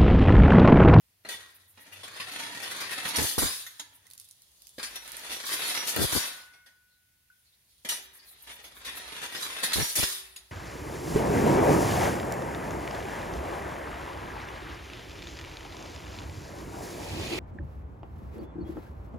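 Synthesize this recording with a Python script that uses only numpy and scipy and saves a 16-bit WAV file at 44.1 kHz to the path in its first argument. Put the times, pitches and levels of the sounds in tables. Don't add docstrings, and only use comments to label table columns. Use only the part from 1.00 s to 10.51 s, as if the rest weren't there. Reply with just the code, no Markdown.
import sys
import numpy as np
from scipy import signal
from scipy.fft import rfft, irfft, next_fast_len
from scipy.io import wavfile
from scipy.ndimage import uniform_filter1d

SR = 44100
rng = np.random.default_rng(int(sys.argv[2]) if len(sys.argv) > 2 else 0)


def elevation(decibels):
    levels = np.asarray(decibels, float)
    return 10 ** (levels / 20)


def generate_wav(signal):
    frames = np.transpose(np.atleast_2d(signal))
    scaled = np.clip(frames, -1, 1) * 32767
    pcm = np.round(scaled).astype(np.int16)
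    wavfile.write(sys.argv[1], SR, pcm)


N = 419391
STEPS = np.arange(0, N + 32, 32) / SR

# frequency in Hz, density in dB per Hz.
YARD_AIR = [(85, 1), (417, -20.5), (1170, -21.5), (1930, -11.5), (4200, -14), (8450, -16.5), (9710, -14.5),
            (15600, -16.5)]
# time in seconds, level in dB, engine note in Hz.
TRAFFIC = [(0, -79.5, 90), (.7, -72.5, 94.6), (1.3, -62.5, 101.4), (2.6, -75, 101.2), (3.1, -74, 101),
           (3.35, -77, 100), (3.6, -73, 52), (4.3, -65.5, 52.4), (5.5, -81.5, 59.8), (6.2, -93, 61.7),
           (6.6, -80.5, 62.3), (7.5, -68.5, 59.7), (7.75, -60, 59.9), (9.51, -69.5, 58)]
# start in seconds, length in seconds, start in Hz, end in Hz, level in dB.
CHIRPS = [
    (5.864, .14, 4300, 3900, -71.5),
    (6.432, 0.096, 4800, 3730, -68),
    (6.511, 0.055, 3470, 4250, -66),
    (6.651, .12, 4710, 4970, -74),
    (7.178, 0.051, 4800, 4500, -56),
    (7.207, 0.065, 5100, 4600, -58),
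    (7.255, 0.071, 4300, 3900, -56),
    (7.3, 0.088, 4000, 3700, -60),
]

# frequency in Hz, likeness from 0 to 1.
PORT_LIKENESS = [(60, 1), (180, 0.84), (550, 1), (1650, 0.14), (4970, 0.02), (15000, 0.018)]
# frequency in Hz, gain in dB.
PORT_COLOUR = [(6500, -0.5), (8100, -2), (8900, 2), (13000, 2.5), (15600, 1.5)]
# frequency in Hz, t60 in seconds.
WALL_T60 = [(200, 0.66), (1500, 0.87), (5000, 0.46), (14000, 0.19)]

# frequency in Hz, density in dB per Hz.
HISS = [(1760, -40.5), (3000, -3.5), (3640, -2.5), (4630, -2), (8100, -6.5), (9960, -4.5), (14600, -11.5),
        (15600, -15.5)]
# time in seconds, level in dB.
LEAK = [(0, -92), (.247, -88), (.29, -58), (.95, -67.5), (1.1, -78), (1.79, -68), (2.8, -68), (3.35, -65.5),
        (3.76, -55.5), (4.3, -46.5), (4.42, -52), (5.62, -87), (6.28, -85), (6.33, -73.5), (6.84, -65.5),
        (8.02, -76), (9.29, -70), (9.51, -60)]
# start in seconds, stop in seconds, first level in dB, last level in dB.
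VENTS = [
    (2.185, 2.256, -27.5, -25),
    (6.888, 6.93, -45, -35.5),
    (8.426, 8.626, -40, -50),
    (8.737, 8.925, -25, -33.5),
    (8.958, 9.188, -27, -39),
]
# peak in seconds, level in dB, rise and fall in seconds per 20 dB.
JETS = [(1.04, -51, 0.015, 0.026), (1.81, -31.5, 0.013, .031), (1.93, -32, 0.014, 0.037),
        (2.09, -32, 0.11, 0.05), (2.168, -23.5, .012, .018), (2.52, -34, .05, 0.22),
        (5.26, -33, 0.069, 0.15), (1.32, -40, .015, 0.042), (1.392, -39, .012, 0.055),
        (1.64, -40.5, .04, 0.035), (1.718, -38.5, .025, 0.028), (1.765, -41, .015, .02),
        (4.465, -32, .03, 0.046), (2.28, -29.5, .02, 0.3), (2.43, -26, 0.028, 0.15),
        (3.2, -55.5, .04, 0.26), (4.328, -34, 0.046, 0.087), (4.538, -23.5, 0.071, 0.036),
        (4.692, -28.5, 0.24, 0.17), (4.892, -22.5, 0.048, 0.046), (5.024, -23.5, 0.1, 0.13),
        (5.164, -23, 0.094, 0.14), (6.85, -39, .003, .05), (7.42, -53.5, 0.11, 0.36),
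        (7.85, -37, .005, 0.095), (8.42, -38, 0.22, 0.041), (8.635, -22, .008, 0.061)]
# start in seconds, length in seconds, level in dB.
SPITS = [(0.525, 0.06, -57), (.655, 0.083, -57), (0.785, 0.056, -55), (0.907, 0.046, -55.5),
         (2.914, 0.063, -56), (6.988, 0.078, -52.5), (7.116, 0.07, -51.5), (7.225, 0.12, -52.5),
         (7.412, 0.027, -47.5), (7.506, 0.067, -52.5), (7.606, 0.087, -54), (7.728, .08, -56.5),
         (7.942, 0.051, -42), (8.07, 0.021, -54), (4.633, 0.1, -46)]

# frequency in Hz, density in dB per Hz.
GRIND = [(71, -38.5), (120, -16), (340, -8), (1910, 2), (4240, -2.5), (8300, -11.5), (10600, -11.5),
         (15600, -25.5)]
# start in seconds, stop in seconds,
# first level in dB, last level in dB, bend of the rise (below 1 speeds up early).
RUNS = [
    (0.84, 2.264, -65.5, -35, 0.34),
    (2.392, 2.468, -41, -39, 1.01),
    (2.84, 3.15, -66, -70, 0.74),
    (3.793, 3.837, -42.5, -45, 1.01),
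    (3.93, 5.248, -60, -35.5, 0.36),
    (7.053, 7.45, -65.5, -61, 1.1),
    (7.558, 8.842, -56, -36, 1.25),
    (9.295, 9.51, -69, -73, 0.95),
]
# peak in seconds, level in dB, rise and fall in seconds per 20 dB.
RATTLES = [(.31, -42, 0.047, 0.21), (.78, -58, 0.037, 0.077), (1.39, -42, 0.21, 1),
           (2.8, -59, 0.035, 0.066), (3.96, -39, 0.052, 0.049), (4.34, -37.5, 0.18, 0.066),
           (4.535, -35, .09, 0.073), (4.629, -33.5, 0.084, 0.44), (4.77, -35.5, 0.063, 0.088),
           (6.9, -41, 0.019, 0.16), (8.245, -37, 0.13, 0.055), (7.5, -39.5, 0.033, 0.065),
           (7.87, -42, 0.073, 0.97), (8.45, -38, 0.34, 0.17), (8.65, -50, 0.085, 0.037),
           (9.03, -35, 0.12, 0.15)]
# start in seconds, peak in dB, t60 in seconds.
BLOWS = [
    (.249, -31.5, 0.29),
    (.774, -44, 0.89),
    (2.053, -18, 0.14),
    (2.184, -14, .11),
    (3.782, -24.5, 0.043),
    (4.963, -12.5, 0.053),
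    (6.848, -25, 0.23),
]
# start in seconds, peak in dB, t60 in seconds.
CLINKS = [(1.761, -41, .14), (1.908, -29, .14), (2.158, -16, 0.052), (2.382, -14.5, 0.58),
          (3.957, -24, 0.051), (4.871, -22, 0.16), (5.123, -17, 0.18), (6.8885, -18, 0.32),
          (8.422, -22, 0.14), (8.7325, -11, 0.041), (8.9545, -16, 0.68), (9.029, -14, 0.055)]
# start in seconds, peak in dB, t60 in seconds.
TAPS = [
    (.288, -25, 0.29),
    (2.665, -30.5, 0.05),
    (2.795, -26.5, 0.095),
    (3.829, -22.5, 0.25),
    (9.361, -29.5, 0.078),
]
# start in seconds, peak in dB.
JOINTS = [(0.924, -35.5), (1.032, -27), (1.161, -31), (1.198, -25), (1.313, -26), (1.39, -27), (1.625, -22),
          (1.713, -27), (1.801, -26.5), (5.534, -43.5), (5.66, -42.5), (7.471, -36.5), (7.639, -35),
          (7.849, -29.5), (8.119, -26), (8.346, -22), (8.632, -17)]
# start in seconds, peak in dB.
THUDS = [
    (0.252, -48),
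    (2.056, -31),
    (3.782, -44.5),
    (6.848, -42),
    (8.633, -23.5),
]

STROKE_ENDS = (3.75, 6.8)
RAIL_HZ = [301, 937, 1790, 1900, 2955, 3408, 3562, 3930, 4354, 4506, 4932, 5626, 6066, 9195]
RAIL_T60 = [.1, .08, .06, .08, .08, .09, .09, .08, .1, .13, .12, .15, .14, .12]
# level in dB in strokes 1, 2 and 3.
RAIL_LEVELS = [(-0.5, -25, -6.5), (-15, -11, -12.5), (-6.5, -11, -2), (1.5, -3.5, -2), (-14, -12, -2.5),
               (-7.5, -5.5, 0), (-4, -0.5, 5), (-3, -2.5, 0.5), (0.5, -6, -5), (0, 0, -14), (0, 1, -3),
               (-14, 6.5, -4), (-4, -16, -7), (3, -5, 5)]
TOP_HZ = [3820, 5970, 6470, 7030, 8660, 9490, 9800, 9994, 10380, 11300, 11965, 12400, 12700, 14200]
# level in dB in strokes 1, 2 and 3.
TOP_LEVELS = [(-8.5, -8, -4.5), (-9, -2, -6), (-9.5, -10.5, -7), (-8.5, -5, -8), (-5, -9, -9),
              (-2.5, -3.5, -7), (-5, -9, -11), (-5, -2.5, -1.5), (-7, -5, -5), (-11, -4.5, -6),
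              (-7, -8, -7), (-9, -3.5, -11), (-7, -2, -10), (-6, -7, -7)]
# start in seconds, frequency in Hz,
# level in dB, t60 in seconds.
BELLS = [(.288, 1905, -37.5, .2), (.34, 1912, -37.5, .15), (2.55, 1745, -55, .5), (4.0, 1476, -58, 1.8),
         (4.53, 1476, -47, 1.8), (5.123, 1476, -43.5, 1.8), (9.031, 380, -53, 1.1), (6.89, 383, -60, 1.1),
         (7.86, 380, -62, 2.5), (5.537, 2165, -61, .4), (2.798, 1720, -58, .6),
         (0.251, 4150, -42.5, .08), (2.162, 9140, -28.5, 0.12), (2.797, 6640, -35.5, 0.1),
         (9.363, 6730, -42, 0.078), (6.892, 1908, -40, 0.33), (6.89, 3820, -36, 0.3),
         (6.889, 5960, -36, .3), (6.89, 3900, -40, .25), (6.3, 1480, -54, .2), (3.067, 2000, -55, .05),
         (2.225, 9490, -33, .2), (8.99, 5620, -33, .12), (6.891, 5626, -32.5, 0.27),
         (6.889, 2890, -36, 0.26), (8.424, 4800, -35.5, 0.16), (8.822, 5620, -29, 0.3),
         (9.03, 5400, -30.5, 0.35), (8.957, 5600, -33, .15), (8.98, 9195, -30, .12),
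         (8.735, 9900, -31, .08), (2.158, 5630, -29.5, .1), (2.385, 5700, -34.5, .2),
         (2.385, 13000, -33, .2), (2.665, 6560, -45, .15)]

# frequency in Hz, density in dB per Hz.
BUFFET = [(20, -3), (86, 0.5), (206, -8.5), (280, -2), (1160, -16.5), (1500, -17), (1950, -22.5),
          (3300, -48.5)]
# start in seconds, length in seconds, first level in dB,
# last level in dB, left-right difference in dB.
PUFFS = [
    (2.176, 0.08, -35, -28.5, -2),
    (2.38, 0.044, -23.5, -41, -4),
    (2.421, 0.096, -27, -47, -2.5),
    (4.961, 0.095, -31.5, -23, 4.5),
    (5.123, 0.014, -34, -37, 19),
    (5.15, 0.034, -29.5, -33, 13),
    (8.757, 0.0785, -30.5, -27.5, -1.5),
    (8.956, 0.049, -47, -26, 4.5),
    (9.028, 0.016, -33, -30.5, 15),
]
# start in
# seconds, peak in dB, pitch in Hz.
DRIPS = [(3.067, -37.5, 9850), (3.1009, -40, 11000), (3.1103, -32.5, 4330), (3.134, -32.5, 9900),
         (3.1775, -33, 7200), (3.1979, -30.5, 10570), (3.2873, -38.5, 10200), (3.31, -34, 9650),
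         (3.419, -39.5, 10300), (3.6192, -36, 9860), (3.669, -33.5, 7500), (3.6915, -39, 10400),
         (3.7854, -30, 3330), (4.0767, -28, 10600), (4.118, -25, 9900), (4.1675, -23.5, 9700),
         (4.1944, -30, 5300), (4.962, -13, 11700), (3.152, -44, 11500), (3.2125, -40, 10500),
         (3.2435, -40, 9800), (3.2505, -44, 9900), (4.4301, -36, 9500), (4.4546, -30, 9500),
         (4.6811, -22, 9500), (8.6016, -30, 9500), (8.4136, -29, 9500)]
# delay in seconds, gain in dB.
DRIP_ECHOES = [(.0028, -5.5), (.0095, -10), (.016, -12.5)]


def evened(x):
    return x / np.sqrt(np.mean(x ** 2) + 1e-20)


def read(points, hz):
    f, value = np.transpose(points)
    return np.interp(np.log(hz + 1), np.log(f + 1), value)


def trace(rows, column, rest):
    rows, t = np.array(rows), np.arange(N) / SR
    curve = np.interp(t, rows[:, 0], rows[:, column])
    return np.where((t >= rows[0, 0]) & (t <= rows[-1, 0]), curve, rest)


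def add(mix, s, sound):
    part = mix[:, round(s * SR):][:, :sound.shape[1]]
    part += sound[:, :part.shape[1]]


def colour(x, points):
    size = next_fast_len(N)
    gain = elevation(read(points, np.fft.rfftfreq(size, 1 / SR)))
    return irfft(rfft(x, size) * gain, size)[:, :N]


def noise(points, patchy_db, alike=1.):
    frames, hz = N // 128 + 5, np.fft.rfftfreq(512, 1 / SR)
    a, b, c, d, patches = rng.standard_normal((frames, 257, 5)).T
    patches = uniform_filter1d(patches, size=6, axis=0)
    patches = evened(uniform_filter1d(patches, size=16, axis=1))
    same = np.clip(alike * read(PORT_LIKENESS, hz), -1, 1)[:, None]
    left = a + 1j * b
    right = same * left + np.sqrt(1 - same ** 2) * (c + 1j * d)
    z = np.array([left, right]) * elevation(patchy_db * patches)
    flat = signal.istft(z, nperseg=512, noverlap=384)[1][:, :N]
    return evened(colour(flat, points))


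def resonate(x, hz, width):
    turn = np.exp(2j * np.pi * np.cumsum(hz) / SR)
    r = np.exp(-np.pi * width / SR)
    return 2 * (turn * signal.lfilter([1 - r], [1, -r], x / turn)).real


def panned(db):
    return elevation(np.array([[db / 2], [-db / 2]]))


def hump(s, db, rise, fall):
    t = STEPS - s
    return elevation(np.maximum(db - 20 * np.maximum(-t / rise, t / fall), -140))


def span(start, stop, first_db, last_db, bend, out_db_per_s):
    progress = np.clip((STEPS - start) / (stop - start), 0, 1)
    db = first_db + (last_db - first_db) * progress ** bend
    db = db - out_db_per_s * np.maximum(STEPS - stop, 0)
    return elevation(np.maximum(db, -140)) * np.clip((STEPS - start) / .004 + 1, 0, 1)


def joined(envelopes):
    return np.interp(np.arange(N) / SR, STEPS, np.sqrt(sum(e ** 2 for e in envelopes)))


def yard():
    engine_hz, level_db = trace(TRAFFIC, 2, rest=60.), trace(TRAFFIC, 1, rest=-120.)
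    hum = evened(resonate(rng.standard_normal(N), engine_hz, width=6.))
    out = elevation(-68.5) * noise(YARD_AIR, patchy_db=.8) + hum * elevation(level_db)
    band = signal.butter(2, [260, 1300], "bandpass", fs=SR, output="sos")
    tyres = evened(signal.sosfilt(band, rng.standard_normal((2, N))))
    out += tyres * elevation(level_db - 4.5)
    for s, length, from_hz, to_hz, db in CHIRPS:
        hz = np.geomspace(from_hz, to_hz, round(length * SR))
        chirp = resonate(rng.standard_normal((2, len(hz))), hz, width=300.0)
        add(out, s, elevation(db) * evened(chirp) * np.hanning(len(hz)))
    return out


def valve():
    leak = elevation(np.interp(STEPS, *np.transpose(LEAK)))
    vents = [span(*row, bend=1, out_db_per_s=215) for row in VENTS]
    return joined([leak] + vents + [hump(*row) for row in JETS])


def steam():
    wet = rng.standard_normal(N)
    quick = evened(uniform_filter1d(wet, size=200))
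    slow = evened(uniform_filter1d(wet[::-1], size=1100))
    hiss = noise(HISS, patchy_db=1.5) * elevation(1.4 * quick + 1.3 * slow)
    spits = np.zeros((1, N))
    for s, length, db in SPITS:
        add(spits, s, elevation(db) * signal.windows.tukey(round(1.17 * length * SR), .85)[None])
    thin = evened(np.diff(hiss, n=2, prepend=0, append=0))
    return hiss * valve() * elevation(-4.0) + thin * spits


def knocks():
    out = []
    for rows, tilt_db in [(BLOWS, -3.5), (CLINKS, 6), (TAPS, 3)]:
        out += [(s, db, tilt_db, t60, .00054) for s, db, t60 in rows]
    return out + [(s, db, 0, 0.22, .003) for s, db in JOINTS]


def rolling():
    runs = [span(*row, out_db_per_s=134.5) for row in RUNS]
    return joined(runs + [hump(*row) for row in RATTLES])


def contact():
    grit = elevation(0.5 * np.minimum(rng.exponential(1, N // 40 + 1), 4))
    grit = evened(grit).repeat(40)[:N]
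    hops = elevation(3. * np.minimum(rng.exponential(1, N), 3)) * (rng.random(N) < 140. / SR)
    hops = evened(signal.lfilter([1], [1, -np.exp(-1 / (.004 * SR))], hops))
    out = noise(GRIND, patchy_db=0.5) * (grit + 0.84 * hops) * rolling() * elevation(-4.5)

    steel, t = noise(GRIND, patchy_db=3.5), np.arange(SR // 2) / SR
    octaves = np.log2((np.fft.rfftfreq(len(t), 1 / SR) + 200) / 4000)
    for s, db, tilt_db, t60, rise in knocks():
        burst = np.resize(steel[:, round(s * SR):].T, (len(t), 2)).T
        burst = evened(irfft(rfft(burst) * elevation(tilt_db * octaves), len(t)))
        fall = elevation(-60 * t / max(t60, .02)) + 0.5 * np.exp(-t / 0.0043)
        add(out, s, burst * fall * elevation(db - 11.0) * np.minimum(t / rise, 1))

    band = signal.butter(2, [220, 900], "bandpass", fs=SR, output="sos")
    for s, db in THUDS:
        thud = evened(signal.sosfilt(band, rng.standard_normal(len(t))))
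        add(out, s, np.tile(thud * elevation(db - 9.5 - 60 * t / 0.043), (2, 1)))
    return out


def rail(force, modes_hz, t60s, levels):
    out = np.zeros((2, N))
    stroke = np.searchsorted(STROKE_ENDS, np.arange(N) / SR)
    luck = rng.random((len(levels), 4))
    for hz, t60, db, (speed, place, lean, turn) in zip(modes_hz, t60s, levels, luck):
        r, w = np.exp(-np.log(1000) / (t60 * SR)), 2 * np.pi * hz / SR
        loops = .08 + np.sin(2 * np.pi * ((.6 + 1.4 * speed) * STEPS + place)) ** 4
        drive = force[0] * loops.repeat(32)[:N] * elevation(np.array(db))[stroke]
        ring = signal.lfilter([np.sin(w)], [1, -2 * r * np.cos(w), r * r], drive)
        late = np.roll(ring, int(40 * turn))
        out += np.array([ring, late]) * panned(9.1 * lean - 4.)
    return elevation(-38.0) * out


def jangle(force, count=260, t60=0.078):
    hz = np.interp(np.arange(count) + rng.random(count), [0, count], [700., 15600])
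    t = np.arange(SR // 6) / SR
    fall = elevation(-60 * t / (t60 * rng.uniform(0.46, 1.22, (count, 1))))
    waves = np.exp(2j * np.pi * hz[:, None] * t) * fall
    out = signal.sosfilt(signal.butter(2, 750, fs=SR, output="sos"), force)
    for k in range(6):
        share = np.cos(np.pi / 2 * np.clip((9. * np.arange(N) / SR - k) % 6 - 3, -1, 1))
        weights = elevation(5. * np.clip(rng.standard_normal(count), -2, 1.6))
        weights = weights * np.exp(2j * np.pi * rng.random((2, count)))
        body = (weights @ waves).real
        body = body / np.linalg.norm(body[0])
        out += signal.oaconvolve(force * share, body, axes=1)[:, :N]
    return out


def rings():
    out, t = np.zeros((2, N)), np.arange(3 * SR // 2) / SR
    struck = BELLS
    for (s, hz, db, t60), (phase, lag, beat) in zip(struck, rng.random((len(struck), 3))):
        turns = hz * t + phase + .25 * lag * np.array([[0], [1]])
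        twin = .5 * np.exp(-t / .12) * np.sin(2 * np.pi * (turns + (12 + 25 * beat) * t))
        fall = elevation(db - 60 * t / t60) * np.minimum(t / 0.0027, 1)
        add(out, s, (np.sin(2 * np.pi * turns) + twin) * fall)
    return out


def wall(x):
    taps = np.zeros((2, SR))
    at = np.arange(400, SR - 20, 20) + rng.integers(0, 20, (2, (SR - 401) // 20))
    np.put_along_axis(taps, at, rng.choice([-1., 1.], at.shape), 1)
    hz, t, z = signal.stft(taps, SR, nperseg=256)
    fall = elevation(-60 * t / read(WALL_T60, hz)[:, None])
    tail = signal.istft(z * fall, SR, nperseg=256)[1]
    return signal.fftconvolve(x, tail / np.linalg.norm(tail[0]), axes=1)[:, :N]


def puffs():
    lumps = elevation(1.95 * evened(uniform_filter1d(rng.standard_normal((2, N)), size=400)))
    gust = noise(BUFFET, patchy_db=1.5, alike=0.) * evened(lumps)
    slow = signal.sosfilt(signal.butter(2, 190, fs=SR, output="sos"), gust)
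    out = np.zeros((2, N))
    for s, length, first_db, last_db, pan_db in PUFFS:
        u, at = np.linspace(0, 1, round(length * SR)), round(s * SR)
        part = slice(at, at + len(u))
        blend = (1 - 0.53 * u) * gust[:, part] + 0.55 * u * slow[:, part]
        edges = np.minimum(u * length / 0.00064, 1) * np.minimum((1 - u) * length / 0.0037, 1)
        level = elevation(first_db + (last_db - first_db) * u)
        add(out, s, evened(blend) * edges * level * panned(pan_db))
    return out


def drips():
    out, t = np.zeros((2, N)), np.arange(1500) / SR
    band = signal.butter(2, [3500, 13500], "bandpass", fs=SR, output="sos")
    fall = np.exp(-t / .0005) + 0.1 * np.exp(-t / 0.014)
    for s, db, hz in DRIPS:
        snap = signal.sosfilt(band, rng.standard_normal((2, len(t))) * fall)
        ring = np.sin(2 * np.pi * hz * t) * np.exp(-t / 0.0013) * np.minimum(t / 0.00028, 1)
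        drip = elevation(db - 1.5) * (0.93 * snap + 0.38 * ring) * panned(-4.5)
        for delay, echo_db in [(0.00088, 0.002)] + DRIP_ECHOES:
            add(out, s + delay, drip * elevation(echo_db))
    return out


def scene():
    force, jet = contact(), steam()
    steel = elevation(-4.0) * force + elevation(-3.5) * jangle(force + elevation(.5) * jet)
    steel = steel + rail(force, RAIL_HZ, RAIL_T60, RAIL_LEVELS) + rings() + drips()
    near = steel + elevation(-13.5) * wall(steel) + elevation(-4.) * jet + puffs() + yard()
    top_t60s = [.11] * len(TOP_LEVELS)
    top = rail(force + elevation(-0.5) * jet, TOP_HZ, top_t60s, TOP_LEVELS)
    return near + elevation(2.0) * top


def low_pass(x):
    return signal.sosfilt(signal.butter(12, 16990, fs=SR, output="sos"), x)


def record(dry):
    bass_cut = signal.butter(3, 52, "highpass", fs=SR, output="sos")
    heard = signal.sosfilt(bass_cut, colour(dry, PORT_COLOUR))
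    heard = signal.oaconvolve(heard, signal.firwin(601, 15850, fs=SR)[None], "same")
    return low_pass(heard)


dry = scene()
out = record(dry)
generate_wav(out)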